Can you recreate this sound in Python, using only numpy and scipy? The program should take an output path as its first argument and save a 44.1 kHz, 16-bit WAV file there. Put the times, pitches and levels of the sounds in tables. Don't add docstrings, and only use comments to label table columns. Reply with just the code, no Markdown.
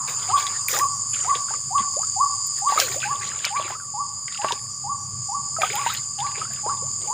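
import sys
import numpy as np
from scipy import signal
from scipy.fft import rfft, irfft, next_fast_len
from scipy.io import wavfile
from scipy.ndimage import uniform_filter1d

SR = 44100
rng = np.random.default_rng(int(sys.argv[2]) if len(sys.argv) > 2 else 0)


def bounce(signal):
    frames = np.transpose(np.atleast_2d(signal))
    limited = np.clip(frames, -1, 1)
    pcm = np.round(limited * 32767).astype(np.int16)
    wavfile.write(sys.argv[1], SR, pcm)


def convert_level_to_amplitude(level_db):
    exponent = np.asarray(level_db, float) / 20
    return 10 ** exponent


N = 314433


def in_time(rows):
    s, *columns = np.transpose(rows)
    return [np.interp(np.arange(N) / SR, s, c) for c in columns]


def rms_one(x):
    return x / np.sqrt(np.mean(x ** 2) + 1e-20)


def coloured(x, spectrum):
    hz, level_db = np.transpose(spectrum)
    size = next_fast_len(N)
    bins_hz = np.maximum(np.arange(size // 2 + 1) * SR / size, 1)
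    gain = convert_level_to_amplitude(np.interp(np.log(bins_hz), np.log(hz), level_db))
    return rms_one(irfft(rfft(x, size) * gain, size)[:N])


def drift(corner_hz):
    r = np.exp(-2 * np.pi * corner_hz * 40 / SR)
    white = rng.standard_normal(N // 40 + 2002)
    slow = signal.lfilter([1], [1, -2 * r, r * r], white)[2000:]
    return np.interp(np.arange(N) / 40, np.arange(len(slow)), rms_one(slow))


def resonance(x, hz, width_hz):
    r = np.exp(-np.pi * width_hz / SR)
    poles = [1, -2 * r * np.cos(2 * np.pi * hz / SR), r * r]
    return signal.lfilter([(1 - r * r) / 2, 0, (r * r - 1) / 2], poles, x)


def echoes(x, t60_s, delay_s):
    t = np.arange(2 * SR) / SR
    tail = rng.standard_normal(len(t)) * convert_level_to_amplitude(-60 * t / t60_s) * (t > delay_s)
    return signal.fftconvolve(x, tail / np.sqrt(np.sum(tail ** 2)))[:N]


def add(out, s, sound):
    i = round(s * SR)
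    out[i:i + len(sound)] += sound[:N - i]


def clicks(per_s, spread_db):
    sizes = convert_level_to_amplitude(spread_db * np.minimum(rng.exponential(1, N), 5)) * rng.choice([-1, 1], N)
    return rms_one(sizes * (rng.random(N) < per_s / SR))


def strokes(per_s, wander, corner_hz):
    count = np.cumsum(per_s * (1 + wander * drift(corner_hz))) / SR
    return np.diff(np.floor(count), prepend=0)


def hum():
    # centre in Hz, width in Hz of each of two passes, level in relative dB.
    orders = [(100.6, 4.5, -2.5), (129.6, 23, -0.5), (188.7, 50, -11.5)]
    # frequency in Hz, level in relative dB.
    air = [(30, -31), (60, -3.5), (100, 1), (200, -3.5), (350, -20), (800, -28), (1500, -33), (4000, -46),
           (12000, -52)]
    # time in seconds, level in dB about which it wavers.
    motor = [(0, -46), (2.6, -49), (3.1, -45), (3.9, -50), (5.2, -44.5), (7.13, -45)]
    white, lines = rng.standard_normal(N), 0
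    for hz, width_hz, db in orders:
        band = resonance(resonance(white, hz, width_hz), hz, width_hz)
        lines = lines + convert_level_to_amplitude(db) * rms_one(band)
    mixed = rms_one(rms_one(lines) + convert_level_to_amplitude(-5.0) * coloured(rng.standard_normal(N), air))
    wavers_db = 1.5
    return convert_level_to_amplitude(in_time(motor)[0] + wavers_db * drift(3.5)) * mixed


def chorus():
    # frequency in Hz, level in relative dB.
    band = [(5900, -37), (6150, -21), (6400, -7.5), (6800, -2.5), (7000, 1.5), (7120, 4.5), (7250, -1.5),
            (7450, -18), (7900, -52)]
    gate = 2.3
    for per_s in rng.uniform(38, 44, 3):
        phase = 2 * np.pi * np.cumsum(per_s * (1 + 0.013 * drift(4.1))) / SR
        pulses = np.maximum(np.sin(phase), 0) ** 1.8
        gate = gate + 0.23 * pulses * convert_level_to_amplitude(7.9 * drift(3.8))
    return coloured(gate * rng.standard_normal(N), band)


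def katydids():
    # frequency in Hz, level in relative dB.
    band = [(6500, -51), (7400, 2), (8300, -2.5), (9200, -2), (9700, -16), (10500, -26.5), (11500, -40),
            (13000, -56)]
    return coloured(clicks(9000, 2.1), band)


def high_hiss():
    # frequency in Hz, level in relative dB.
    band = [(13200, -40), (13900, -16), (14250, 0), (14700, -5), (15200, -2), (15700, -6)]
    return convert_level_to_amplitude(-40 + 2.5 * drift(10)) * coloured(clicks(4000, 2.7), band)


def bursts(events, per_s, spectrum, length_s, noise):
    t, gate = np.arange(0, length_s, 1 / SR), np.zeros(N)
    for s, db in events:
        add(gate, s, convert_level_to_amplitude(db) * np.sin(np.pi * t / length_s))
    train = rms_one(strokes(per_s, .003, 4))
    return gate * coloured(train + noise * rng.standard_normal(N), spectrum)


def throbbing_katydid():
    throb_s = .29
    throbs = [(s, -13) for s in np.arange(-.01, N / SR - .1, throb_s)[1:]]
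    return bursts(throbs, 110, [(7600, -40), (8000, -13), (8300, 18), (8700, -32.0)], .11, 2.8)


def buzzes():
    # start in seconds, level in dB at the middle of the swell.
    events = [(1.07, -44), (1.92, -50), (2.88, -54), (3.76, -52), (4.56, -50), (5.55, -48), (6.38, -52)]
    spectrum = [(8500, -41), (9500, 4), (10200, 6), (11200, -6), (12000, -35)]
    return bursts(events, 335, spectrum, .12, 0.27)


def chirps():
    # start in seconds, level in dB at the middle of the swell.
    events = [(.36, -50), (.6, -50), (.9, -44), (1.17, -43), (1.33, -50), (3.2, -45), (3.68, -55),
              (4.68, -48), (4.96, -45.5), (5.25, -46)]
    spectrum = [(5200, -37), (5700, 6), (6000, 3), (6400, -15), (7000, -35)]
    return bursts(events, 170, spectrum, 0.12, .8)


def trill():
    colour = [(4250, -60), (4450, -22), (4610, -5), (4830, -3), (4940, 0),
              (5150, -8), (5260, -12), (5450, -26), (5700, -60)]
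    wing = coloured(strokes(107.4, .0025, 2.5), colour)
    breath = convert_level_to_amplitude(-18) * coloured(rng.standard_normal(N), colour)
    return rms_one(0.27 * wing + echoes(wing, 0.69, 0.0052) + breath)


def insects():
    # time in seconds, chorus level in dB, trilling cricket level in dB, both before a fixed lift.
    night = [(0.0, -28.5, -38), (0.46, -28, -36), (1.27, -28, -39), (1.67, -29, -38), (2.56, -27, -34.5),
             (2.9, -30, -39), (3.79, -35, -44), (4.29, -33, -40), (4.98, -34, -43), (5.64, -30, -39),
             (6.02, -31, -41), (6.45, -32, -38), (7.13, -29, -41)]
    chorus_db, trill_db = in_time(night)
    lift_db = .3
    band = chorus() + convert_level_to_amplitude(-10.0) * katydids() + high_hiss() + throbbing_katydid()
    return convert_level_to_amplitude(chorus_db + lift_db) * band + convert_level_to_amplitude(trill_db + lift_db) * trill() + buzzes() + chirps()


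def surges():
    # start of the hold in seconds, hold in seconds,
    # fizz level in dB, slosh level in dB, leaf rustle level in dB.
    stir = [(0.082, 0.021, -36.5, -47.5, -41), (0.195, 0.14, -43, -53.5, -60),
            (0.38, 0.027, -32, -44.5, -42), (0.464, .1, -41, -56, -60), (0.695, 0.03, -35, -53, -30),
            (0.741, .045, -32.5, -35, -34), (1.14, .06, -40, -54, -63), (1.24, .07, -47, -50, -68),
            (1.35, 0.012, -35.5, -50, -57), (1.498, 0.052, -44.5, -51, -65), (1.789, 0.011, -37, -50, -70),
            (2.574, 0.0086, -43, -58, -66), (2.687, 0.06, -35, -60, -46), (2.791, 0.036, -24, -36.5, -29.5),
            (2.87, 0.086, -40, -42.5, -42), (3.02, 0.043, -35, -49, -54), (3.1, .07, -45, -52, -62),
            (3.22, .06, -37, -54, -58), (3.31, .1, -43, -54, -64), (3.445, .03, -33, -56, -61),
            (3.56, .1, -42, -48, -66), (3.677, 0.033, -41, -50, -56), (4.314, 0.045, -44, -74, -72),
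            (4.418, .11, -37, -51, -61), (5.615, .05, -33, -49, -48), (5.7, .14, -35, -50, -50),
            (5.864, .085, -35, -65, -47), (6.19, .09, -43, -58, -73), (6.355, 0.064, -42.5, -52.5, -70),
            (6.505, 0.088, -49, -63, -65), (6.67, 0.077, -52.5, -49.5, -74), (7.02, .06, -54, -47, -76)]
    # fizz in dB, slosh in dB, leaf rustle in dB.
    still_db = [-70, -64, -72]
    rise_db_per_s, fall_db_per_s = 1100, 280
    t, gains = np.arange(N // 32 + 2) * 32 / SR, 0
    for s, hold_s, *levels_db in stir:
        before_db = rise_db_per_s * np.maximum(s - t, 0)
        after_db = fall_db_per_s * np.maximum(t - s - hold_s, 0)
        gains = gains + convert_level_to_amplitude(np.subtract.outer(levels_db, before_db + after_db))
    return [convert_level_to_amplitude(db) + np.interp(np.arange(N) / SR, t, g) for db, g in zip(still_db, gains)]


def grains(low_hz, high_hz, per_s, cycles, spread_db, wash_db):
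    born, dealt = clicks(per_s, spread_db), rng.integers(0, 12, N)
    white, out = rng.standard_normal(N), 0
    for k, hz in enumerate(np.geomspace(low_hz, high_hz, num=12)):
        wash = convert_level_to_amplitude(wash_db + 6.8 * drift(15)) * np.roll(white, 997 * k)
        ring = resonance(born * (dealt == k) + wash, hz, hz / cycles)
        out = out + resonance(ring, hz, hz / 5.0) / np.sqrt(hz)
    return rms_one(out)


def water(fizz_gain, slosh_gain, rustle_gain):
    fizz = grains(1350, 4150, 750, 8.7, 5.7, -12)
    slosh = grains(345.5, 1028, 200, 7.1, 2.77, -19)
    leaves = [(3000, -27), (6000, -1.5), (10000, -13), (13000, -20.5), (15000, -9.0)]   # (Hz, relative dB)
    rustle = coloured(clicks(9000 * convert_level_to_amplitude(1.5 * drift(34)), 3.5), leaves)
    return fizz_gain * fizz + slosh_gain * slosh + rustle_gain * rustle


def plop(db, hz, t60_s, rise):
    t = np.arange(0, np.clip(t60_s, .004, .3), 1 / SR)
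    envelope = convert_level_to_amplitude(db - 60 * t / t60_s) * (1 - np.exp(-t * hz * 2.7))
    return envelope * np.sin(2 * np.pi * hz * (t + rise * t * t / (2 * t60_s)))


def bubbles():
    # start in seconds, level in dB before decay, starting pitch in Hz,
    # rise as a share of that pitch per t60.
    rows = [(.300, -23, 1220, 0.3), (.729, -27, 450, 1.8), (.739, -26, 1260, -1), (1.246, -28, 1280, .03),
            (1.356, -27.5, 450, 0.5), (1.484, -28.5, 1360, 0.7), (1.508, -24, 830, .57),
            (1.537, -23.5, 1197, 0), (1.966, -26.5, 508, 4), (2.031, -25.5, 1216, 0.34),
            (2.722, -14.5, 797, 0.9), (2.776, -9, 1240, .05), (2.793, -16, 690, .05),
            (2.819, -27, 570, -.9), (2.961, -26, 509, 1.4), (3.029, -21, 1420, 0.9), (3.597, -27, 598, .3),
            (3.705, -28, 790, .05), (3.721, -24, 1033, .05), (3.751, -28, 1206, .5),
            (3.799, -32.5, 1470, -0.4), (4.507, -16, 913, 0.45), (5.565, -23, 1305, -0.1),
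            (5.586, -21.5, 694, -0.7), (5.613, -22.5, 746, 1.5), (5.632, -16, 668, 0.9),
            (5.633, -10, 1222, 0.1), (5.704, -33, 373, 3.2), (5.863, -11.5, 888, 0.3),
            (5.899, -22.5, 1210, 1), (6.378, -33, 440, 0.5), (6.415, -20, 1236, .21),
            (6.451, -28, 1310, .5), (6.660, -29, 580, 2.6), (6.693, -25, 1250, .6), (6.823, -33, 450, 2)]
    out = np.zeros(N)
    for s, db, hz, rise in rows:
        t60_s = .038 + 0.045 * max(rise, 0) + .2 * max(-rise, 0)
        add(out, s, plop(db, hz, t60_s, rise))
    return out


def droplets():
    # start in seconds, level in dB from which ring and tick are set, ring pitch in Hz.
    rows = [(0.4671, -11.5, 3620), (0.6847, -12.5, 2250), (0.7367, -16, 1770), (0.764, -13, 1725),
            (0.795, -11, 1730), (1.1455, -21, 2920), (1.245, -27, 2100), (1.2984, -24, 1930),
            (1.3524, -17, 3080), (1.781, -22, 2800), (2.7713, -23, 1930), (2.802, -12, 3000),
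            (2.918, -24, 2230), (3.0026, -22, 3320), (3.3903, -22, 3240), (3.4454, -10.5, 2230),
            (3.597, -28, 2600), (3.6253, -23.5, 2660), (3.527, -32, 2200), (3.571, -30, 3400),
            (3.688, -30, 1700), (3.707, -26, 1900), (4.2808, -18.5, 1980), (4.325, -25, 3350),
            (4.346, -21.5, 2580), (4.3748, -20.5, 2530), (4.485, -16, 2750), (5.6185, -6.5, 2210),
            (5.702, -14, 2100), (5.7552, -16.5, 3080), (5.7924, -28, 2620), (5.8137, -20.5, 2130),
            (5.8654, -20, 1530), (5.914, -27, 1630), (5.9489, -16, 3000), (6.1883, -23, 2860),
            (6.203, -18.5, 3380), (6.2672, -22, 2100), (6.315, -26.5, 2360), (6.3795, -22, 2130),
            (6.537, -33, 2340), (6.562, -33, 2900), (6.772, -36, 3500), (7.016, -38, 3000)]
    out, t = np.zeros(N), np.arange(0, .05, 1 / SR)
    for s, db, hz in rows:
        noise = rng.standard_normal(len(t))
        tick = resonance(noise * convert_level_to_amplitude(-60 * t / 0.012), 0.88 * hz, 0.47 * hz)
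        add(out, s, plop(db - 3.5, hz, 36 / hz, 0.44))
        add(out, s, convert_level_to_amplitude(db + 5.0) * resonance(tick, 1.2 * hz, 1.6 * hz))
    return out


def slaps():
    # start in seconds, ring level in dB before decay (sets the puff too), ring pitch in Hz.
    rows = [(0.751, -35, 460), (1.802, -26, 215), (2.7, -22, 690), (2.761, -22, 573), (3.464, -28, 616),
            (3.597, -29, 595), (3.704, -24, 710), (4.445, -12, 600), (3.65, -34, 330), (4.524, -27, 400),
            (6.399, -36, 360), (6.663, -22.5, 424)]
    out, t = np.zeros(N), np.arange(0, .05, 1 / SR)
    for s, db, hz in rows:
        noise = rng.standard_normal(len(t))
        puff = resonance(noise * convert_level_to_amplitude(-60 * t / 0.028), hz, 0.65 * hz)
        add(out, s, plop(db, hz, 14 / hz, 0.39))
        add(out, s, convert_level_to_amplitude(db + 19) * resonance(puff, 1.73 * hz, 0.76 * hz))
    return out


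def splashes():
    out = bubbles() + droplets() + slaps()
    return out + convert_level_to_amplitude(-5.5) * echoes(out, 0.07, 0.0017)


def snaps():
    # start in seconds, peak in dB, crack frequency in Hz, t60 in seconds of the crackle.
    rows = [(0.684, -8.5, 12300, 0.067), (.771, -22, 14000, .03), (0.789, -5.5, 7100, 0.11),
            (2.469, -22, 10800, 0.026), (2.587, -33, 12000, 0.033), (2.800, -.8, 4900, 0.063),
            (2.801, -15, 13500, .09), (2.889, -16, 6500, 0.033), (3.451, -3, 4200, 0.05),
            (4.522, -7.5, 3600, 0.06), (5.621, -32, 4000, 0.036), (5.755, -20, 13000, 0.05),
            (5.938, -19, 12100, 0.074), (6.535, -28, 12000, 0.018)]
    out, t = np.zeros(N), np.arange(0, .12, 1 / SR)
    for s, db, hz, t60_s in rows:
        noise = rng.standard_normal(len(t))
        crackle = convert_level_to_amplitude(-15 - 60 * t / max(t60_s, .005)) * np.abs(noise[::-1])
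        crack = noise * (convert_level_to_amplitude(-60 * t / 0.0044) + crackle)
        crack = resonance(resonance(crack, hz, .6 * hz), hz, 1.5 * hz) + 0.02 * crack
        add(out, s, convert_level_to_amplitude(db) * crack / np.max(np.abs(crack)))
    return out


def far_frogs():
    white = rng.standard_normal(N)
    drone = rms_one(resonance(resonance(white, 1145, 60), 1150, 75))
    earlier = rms_one(resonance(resonance(white[::-1], 1130, 190), 990, 320))
    return convert_level_to_amplitude(-47) * drone + convert_level_to_amplitude(-37.5 - 14 * np.arange(N) / SR) * earlier


def frog():
    # top of the call in seconds, peak level in dB, first note level in dB (both before flutter),
    # first note in Hz, end in Hz.
    calls = [(0.356, -13, -23, 747, 1010), (0.831, -14, -26, 794, 1017), (1.311, -15, -30, 730, 985),
             (1.772, -14, -27, 765, 1030), (2.232, -14, -24.5, 783, 1058), (2.689, -15, -24, 793, 1093),
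             (3.126, -21, -26.5, 819, 1030), (3.579, -23.5, -30, 800, 1100),
             (4.019, -24.5, -27.5, 826, 1080), (4.467, -25, -30, 818, 1050), (4.917, -24, -29, 802, 1060),
             (5.366, -24, -28, 800, 1070), (5.813, -25, -27, 819, 1050), (6.263, -24, -27, 803, 1030),
             (6.714, -24.5, -27, 828, 1010), (7.152, -21.5, -26.5, 834, 1100)]
    top_hz, attack_s, lead_s, lead_s_per_db = 1155, .012, .086, .0013
    climb_from_s, climb_to_s, climb_db = .054, .012, -4
    swell_s, droop_s, release_s = .024, .033, .009
    t, out = np.arange(-.1, .06, 1 / SR), np.zeros(N)
    climb = np.clip((t + climb_from_s) / (climb_from_s - climb_to_s), 0, 1)
    fall = np.clip(t / droop_s, 0, 1) ** 1.13
    swell = np.exp(-np.abs(t / swell_s) ** 3.0) * np.clip((droop_s + release_s - t) / release_s, 0, 1)
    smooth_climb = uniform_filter1d(climb, size=441)
    for top_s, db, first_db, low_hz, end_hz in calls:
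        hz = low_hz + smooth_climb * (top_hz - low_hz) + fall * (end_hz - top_hz)
        attack = np.clip((t + lead_s + lead_s_per_db * (first_db - db)) / attack_s, 0, 1)
        first_note = convert_level_to_amplitude(first_db + climb_db * climb) * attack * np.clip(-t / climb_to_s, 0, 1)
        envelope = first_note + convert_level_to_amplitude(db) * swell
        add(out, top_s + t[0], envelope * np.sin(2 * np.pi * np.cumsum(hz) / SR))
    flutter_db = 2.01
    out = out * convert_level_to_amplitude(flutter_db * drift(30))
    near = convert_level_to_amplitude(-9.5) * echoes(out, 0.34, .008)
    trees = convert_level_to_amplitude(-11.5) * echoes(out, 0.69, 0.044)
    return out + near + trees


def scene():
    mid = hum() + insects() + water(*surges()) + splashes() + snaps() + far_frogs() + frog()
    low_noise = [(30, -5), (100, -7.0), (500, -6.0), (3000, -9.5), (5000, -21)]   # (Hz, relative dB)
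    side = convert_level_to_amplitude(-65.5) * coloured(rng.standard_normal(N), low_noise)
    return np.array([mid + side, mid - side])


def band_limit(x):
    return signal.sosfilt(signal.butter(12, 16630, fs=SR, output="sos"), x)


def record(dry):
    peak_hz, peak_width_hz, peak_db, cutoff_hz = 15000, 1200, 6, 15800
    heard = dry + convert_level_to_amplitude(peak_db) * resonance(dry, peak_hz, peak_width_hz)
    low_pass = signal.cheby2(14, 45, cutoff_hz, fs=SR, output="sos")
    mix = signal.sosfilt(low_pass, np.clip(heard, -1, 1))
    return band_limit(mix)


dry = scene()
out = record(dry)
bounce(out)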